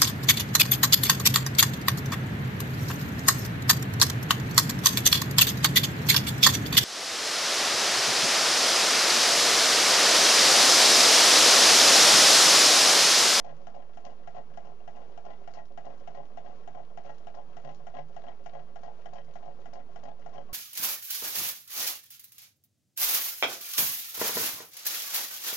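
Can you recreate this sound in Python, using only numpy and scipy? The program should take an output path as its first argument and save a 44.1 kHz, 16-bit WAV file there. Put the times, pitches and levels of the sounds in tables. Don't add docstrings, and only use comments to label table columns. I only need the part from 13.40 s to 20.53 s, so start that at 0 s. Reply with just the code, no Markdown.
import sys
import numpy as np
from scipy import signal
from scipy.fft import rfft, irfft, next_fast_len
from scipy.io import wavfile
from scipy.ndimage import uniform_filter1d

SR = 44100
rng = np.random.default_rng(int(sys.argv[2]) if len(sys.argv) > 2 else 0)


def master_out(mix):
    frames = np.transpose(np.atleast_2d(mix))
    ceiling = np.clip(frames, -1, 1)
    pcm = np.round(ceiling * 32767).astype(np.int16)
    wavfile.write(sys.argv[1], SR, pcm)


def voltage_ratio(decibels):
    exponent = np.asarray(decibels, float) / 20
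    return 10 ** exponent


N = 314433

# (t/s, blow level/dB, sharp edge level/dB)
KNOCKS = [(-0.03, -32, -45), (0.2695, -36, -49.5), (0.5716, -37.5, -51.5), (0.8735, -35.5, -49.5),
          (1.1729, -34.5, -50.5), (1.4764, -36, -50), (1.7752, -37, -52), (2.0751, -36, -50.5),
          (2.3751, -34, -48.5), (2.6743, -34.5, -50), (2.9726, -33.5, -51), (3.275, -36, -51),
          (3.5736, -34, -50), (3.8696, -35.5, -50), (4.1674, -37.5, -49.5), (4.468, -36, -50.5),
          (4.7639, -34.5, -50.5), (5.06, -34.5, -48), (5.358, -36.5, -51), (5.657, -36, -50),
          (5.955, -36, -50), (6.2566, -39.0, -51), (6.559, -38, -50), (6.8605, -35.5, -52)]


def coloured(points, db):
    hz, shape = np.transpose(points)
    f = np.maximum(np.arange(N // 2 + 1) * SR / N, 1)
    gain = voltage_ratio(np.interp(np.log(f), np.log(hz), shape))
    x = irfft(rfft(rng.standard_normal(N)) * gain, N)
    return x * voltage_ratio(db) / x.std()


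def walk(rate):
    k = int(SR / rate)
    held = np.repeat(rng.standard_normal(N // k + 1), k)
    return 1.83 * uniform_filter1d(uniform_filter1d(held, k), k)[:N]


def ring(x, hz, t60):
    r = 1000 ** (-1 / (t60 * SR))
    w = 2 * np.pi * hz / SR
    return signal.lfilter([0, r * np.sin(w)], [1, -2 * r * np.cos(w), r * r], x)


def drone(hz, t60):
    hum = ring(rng.standard_normal(N), hz, t60)
    return hum / hum.std()


def strikes(s, size):
    i = np.round(s * SR).astype(int)
    inside = (i >= 0) * (i < N)
    return np.bincount(np.clip(i, 0, N - 1), size * inside, N)


def bursts(s, db, t60, lo_hz, hi_hz):
    fade = signal.lfilter([1], [1, -1000 ** (-1 / (t60 * SR))], strikes(s, voltage_ratio(db)))
    band = signal.butter(2, [lo_hz, hi_hz], "band", fs=SR, output="sos")
    return signal.sosfilt(band, fade * rng.standard_normal(N))


def chatter(x, t60):
    r = 1000 ** (-1 / (t60 * SR))
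    return signal.lfilter([np.sqrt(1 - r * r)], [1, -r], x) * rng.standard_normal(N)


def echo(x, t60, db):
    t = np.arange(SR // 2) / SR
    dull = signal.lfilter([1], [1, -.6], rng.standard_normal(len(t)))
    tail = dull * 1000 ** (-t / t60) * (t > .006)
    return signal.fftconvolve(x, tail * voltage_ratio(db) / np.linalg.norm(tail))[:N]


def idle_input():
    # (f/Hz, level/dB per Hz)
    idle_colour = [(30, 3.5), (110, 5), (200, -10), (450, -13), (1000, -22), (3000, -25), (10800, -24),
                   (11300, -44.5)]
    return coloured(idle_colour, -78)


def room():
    # (f/Hz, level/dB per Hz)
    room_colour = [(35, -28), (50, -11.5), (85, -8), (150, -2), (260, -3.5), (500, 3), (800, -5),
                   (1100, -6), (1800, -17.5), (3000, -21.5), (5500, -27.5), (6800, -29), (7600, -43),
                   (11000, -35)]
    return coloured(room_colour, -56) * voltage_ratio(walk(9))


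def bench():
    # (t/s, level/dB)
    swell = [(0.0, -71), (0.14, -45), (0.24, -74), (1.33, -56.5), (1.37, -80.5), (4.49, -56), (4.65, -52.5),
             (4.75, -66), (5.58, -72), (5.82, -56), (7.13, -64)]
    # (f/Hz, t60/s, level/dB)
    hollows = [(67, 0.33, -72.5), (128.6, 0.28, -69), (199.5, 0.2, -68), (228.6, 0.18, -66.5),
               (263, 0.16, -68), (389.7, 0.46, -70), (459.6, 0.47, -75)]
    s, db = np.transpose(swell)
    top = drone(150.4, 0.87) * voltage_ratio(np.interp(np.arange(N) / SR, s, db) - 1.5)
    return top + sum(voltage_ratio(level_db) * drone(hz, t60) for hz, t60, level_db in hollows)


def nicks():
    # (t/s, level/dB, pitch f/Hz)
    rod_nicks = [(.348, -58, 2783), (.6505, -50.5, 2783), (.7037, -62, 2920), (1.254, -59, 2783),
                 (1.402, -59, 2783), (1.553, -59, 2783), (2.155, -56, 2783), (2.544, -67, 1900),
                 (2.598, -63, 3020), (3.152, -65, 2200), (4.744, -68, 2230), (4.878, -52, 3140),
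                 (4.924, -61, 2220), (5.783, -49, 3090), (5.873, -62, 2080), (6.824, -58, 2080),
                 (6.98, -52, 3100), (7.093, -49.5, 1098)]
    return sum(ring(strikes(np.array([s]), voltage_ratio(np.array([db]))), hz, 150 / hz) for s, db, hz in rod_nicks)


def pivots():
    # (t/s, level/dB)
    pin_ticks = [(0.0482, -50), (.3502, -52), (0.6518, -44), (0.9584, -57), (1.2545, -55), (1.561, -54),
                 (1.853, -50.5), (2.1375, -41), (2.4546, -53.5), (2.752, -50.5), (3.0521, -56),
                 (3.6527, -51.5), (3.95, -49), (4.248, -53), (4.838, -58), (5.136, -55), (5.4351, -48),
                 (5.736, -46), (6.056, -56), (6.3357, -43.5), (6.638, -48), (6.9398, -49.5)]
    # (t/s, level/dB)
    stray_ticks = [(0.168, -58), (.2165, -59), (.5435, -58), (0.704, -57), (1.679, -61), (2.115, -57),
                   (2.2555, -54), (2.5793, -56), (2.6, -59), (2.8555, -58), (3.158, -56.5), (3.2611, -66),
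                   (3.638, -55), (3.693, -57.5), (3.7052, -55), (3.7826, -54), (4.2185, -59), (4.3135, -57),
                   (4.347, -49.5), (4.5783, -62), (5.0402, -55), (5.4176, -60), (5.773, -59), (5.8466, -57),
                   (5.9385, -51), (6.2035, -60), (6.506, -62), (6.649, -62), (6.797, -56.5)]
    faint_s = rng.random(size=30) * N / SR
    faint_db = -63.5 + 3.5 * rng.standard_normal(size=30)
    faint = np.array([faint_s, faint_db])
    s, db = np.concatenate([np.transpose(pin_ticks), np.transpose(stray_ticks), faint], axis=1)

    crack = bursts(s, db + 3, 0.007, 2500, 8000)
    body = bursts(s, db + 5.5, 0.0099, 800, 2600)
    air = bursts(s, db + 6, .008, 8500, 11500)
    fizz = bursts(s, db - 7.5, 0.14, 4230, 6500)
    when, rarity = rng.random((250, 2)).T
    scrape = bursts(when * N / SR, -60 - 2.6 * np.log(rarity), 0.016, 1500, 3800)
    return crack + fizz + body + air + scrape


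def touches():
    # (t/s, blow level/dB, sharp edge level/dB, level of the graze before it/dB)
    near_slaps = [(.062, -36.5, -55, -40), (.362, -38, -60, -40.5), (.664, -36, -50, -41),
                  (.963, -37, -53, -39.5), (1.269, -44.5, -58, -42), (1.566, -41, -54, -44),
                  (1.862, -36.5, -51, -41.5), (2.17, -36.5, -51.5, -42.5), (2.463, -34.5, -53.5, -40),
                  (2.772, -36, -56, -39), (3.059, -41, -53, -44.5), (3.371, -38, -62, -40),
                  (3.661, -42, -52.5, -41), (3.968, -38.5, -60, -40), (4.248, -35, -48.5, -46),
                  (4.549, -34, -53, -40), (4.866, -41, -52, -39), (5.15, -34.5, -51.5, -42),
                  (5.448, -38, -61, -39), (5.756, -37.5, -52, -39), (6.059, -39, -55.5, -41.5),
                  (6.353, -39, -52, -40.5), (6.652, -36.5, -53, -40.5), (6.946, -38, -55, -40)]
    # (t/s, blow level/dB, sharp edge level/dB)
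    far_slaps = [(.092, -39, -53), (.392, -44.5, -70), (.693, -45, -58), (.981, -36, -50.5),
                 (1.286, -52, -67), (1.601, -41, -66), (1.904, -38, -50.5), (2.186, -41.5, -51.5),
                 (2.502, -41.5, -53), (2.8, -38.5, -66), (3.095, -41, -67), (3.398, -37.5, -69),
                 (3.693, -34.5, -50), (3.985, -38.5, -61), (4.29, -35, -46.5), (4.586, -31, -45),
                 (4.884, -38.5, -48.5), (5.192, -40, -54), (5.478, -36.5, -64), (5.782, -38.5, -49.5),
                 (6.077, -40, -64), (6.375, -40.5, -63), (6.685, -38, -52), (6.98, -34.5, -50)]
    # (delay t/s, blow level/dB, sharp edge level/dB)
    settling = [
        (.013, -49.5, -65),
        (.029, -47, -62.5),
        (.05, -61.5, -70.5),
    ]
    # (t/s after the knock, blow level/dB, sharp edge level/dB)
    brushes = [
        (.226, -49.5, -65),
        (.237, -48.5, -77.5),
        (.262, -60.5, -62.5),
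    ]
    knock_s = np.transpose(KNOCKS)[0]
    near, far = np.transpose(near_slaps), np.transpose(far_slaps)
    graze_s, graze_db = knock_s + .073, near[3]
    every_turn = np.zeros(len(knock_s))

    too_quick = far[0] - near[0] < 0.018
    crossing = np.minimum(near[1], far[1]) - 3.5 - 40 * too_quick
    light = [((near[0] + far[0]) / 2, crossing, crossing - 18)]
    for start, group in ((far[0], settling), (knock_s, brushes)):
        light += [(start + s, db + every_turn, edge_db + every_turn) for s, db, edge_db in group]
    patter = (near[1] + far[1] + graze_db) / 3 - 9
    for part in np.linspace(-.1, 1.1, num=6):
        light.append((graze_s + part * (far[0] - graze_s), patter, patter - 21))
    light = np.concatenate(light, axis=1)

    scatter = np.array([[0.00246], [1.6], [5]])
    light = light + rng.standard_normal(light.T.shape).T * scatter
    graze = [graze_s, graze_db, graze_db - 15]
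    return np.concatenate([graze, near[:3], far, light], axis=1)


def engine():
    # (f/Hz, t60/s, polarity, level under a knock/dB)
    can_modes = [(147, .25, -1, -17), (264, .25, 1, -24), (387, .2, -1, -30), (452, .25, 1, -25),
                 (557, .17, 1, -16), (607, .062, -1, -5), (673, .157, -1, -5), (719, .093, 1, 0),
                 (756, .197, 1, -16), (811, .25, 1, -13.5), (852, .159, -1, -12.5), (1030, .08, 1, -28),
                 (1061, .012, -1, -9)]
    # (level under the rattle/dB, level under the brush/dB)
    touch_colour = [(-18.5, -20.5), (-21, -27), (-25, -12), (-22.5, -28), (-7, -2.5), (-3.5, -0.5),
                    (-7, -9.5), (-1, -3), (-20.5, -20.5), (-14.5, -26), (-11, -17.5), (-12, -16),
                    (-7.5, -9)]
    # (f/Hz, t60/s, level under a knock/dB, level under a tap/dB)
    rod_modes = [(1386, 0.045, 8.5, 0), (1634, 0.032, -3, -7), (1654, 0.074, 2.5, -8.5),
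                 (1900, 0.11, -3, -8), (1990, 0.15, -1.5, -9.5), (2195, 0.035, -10.5, -18.5),
                 (2540, 0.047, -13.5, -18.5), (2783, 0.055, -1, -10), (3110, 0.021, 5.5, -9),
                 (3200, 0.03, -18, -7), (3610, 0.084, -10.5, -24), (4070, 0.06, -20, -29),
                 (4900, 0.12, -31, -24), (5100, 0.07, -25, -26.5), (5430, 0.04, -7.5, -23.5),
                 (5570, 0.061, -11, -21.5), (5810, 0.051, -12, -19), (6200, 0.023, -31, -19),
                 (7260, 0.025, -34, -42), (7066, 0.1, -19.5, -33)]
    knock_s, knock_db, knock_edge = np.transpose(KNOCKS)
    tap_s, tap_db, tap_edge = touches()
    last = knock_s[np.searchsorted(knock_s, tap_s) - 1]
    brushing = (tap_s - last) % np.diff(knock_s).mean() > .2
    spot = rng.standard_normal((len(tap_s), 40))
    wobble = rng.standard_normal((len(knock_s), 40))
    side = np.sign(spot[:, -1])
    rebound_s = knock_s + .0324

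    def knocks(db):
        return strikes(knock_s, voltage_ratio(db)) + strikes(rebound_s, .22 * voltage_ratio(db))

    can = rods = 0
    for k, ((hz, t60, sign, on_knock), (on_rattle, on_brush)) in enumerate(zip(can_modes, touch_colour)):
        colour = np.where(brushing, on_brush, on_rattle) + 1.5 * spot[:, k]
        taps = strikes(tap_s, side * voltage_ratio(tap_db + colour))
        blows = knocks(knock_db + on_knock + .6 * wobble[:, k])
        can = can + sign * ring(blows + taps, hz, t60)
    for k, (hz, t60, on_knock, on_tap) in enumerate(rod_modes, len(can_modes)):
        taps = chatter(strikes(tap_s, voltage_ratio(tap_edge + on_tap - 3 + 2.5 * spot[:, k])), .03)
        blows = knocks(knock_edge + on_knock - 7 + 1.5 * wobble[:, k])
        rods = rods + (-1) ** k * ring(blows + taps, hz, t60)

    rods = rods + bursts(knock_s, knock_edge + 5, 0.13, 1200, 2480)
    rods = rods + bursts(knock_s, knock_edge + 3, 0.02, 3200, 3270)
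    rods = rods + bursts(knock_s, knock_edge - 4, 0.083, 4850, 8500)
    rods = rods + bursts(knock_s, knock_edge + 8, .02, 8300, 11500)
    rods = rods + bursts(rebound_s, knock_edge - 6, 0.013, 1200, 6500)
    return can, rods + bursts(tap_s, tap_edge + 4, 0.04, 1200, 3200)


def scene():
    can, rods = engine()
    bright = rods + pivots() + nicks()
    wet = echo(bright, .18, -13)
    left = can + bright + wet + bench() + room()
    return np.array([left, idle_input() + voltage_ratio(-67) * left])


def whine():
    t = np.arange(N) / SR
    return voltage_ratio(-86) * np.sin(2 * np.pi * 4199 * t) + voltage_ratio(-85) * np.sin(2 * np.pi * 4499 * t)


def band_limit(x):
    return signal.sosfilt(signal.butter(12, 11700, fs=SR, output="sos"), x)


def record(dry):
    offsets = [
        [.00838],
        [.01679],
    ]
    whine_hz = 298.9
    left = signal.sosfilt(signal.cheby2(6, 22, 7900, fs=SR, output="sos"), dry[0])
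    size = next_fast_len(N + SR)
    turn = np.exp(-2j * np.pi * np.arange(size // 2 + 1) * SR / size / whine_hz)
    left = irfft(rfft(left, size) * (1 - .98 * turn) / (1 - .78 * turn), size)[:N]
    left = left + whine() + voltage_ratio(-81.5) * rng.standard_normal(N)
    return band_limit(np.array([left, dry[1]]) + offsets)


dry = scene()
out = record(dry)
master_out(out)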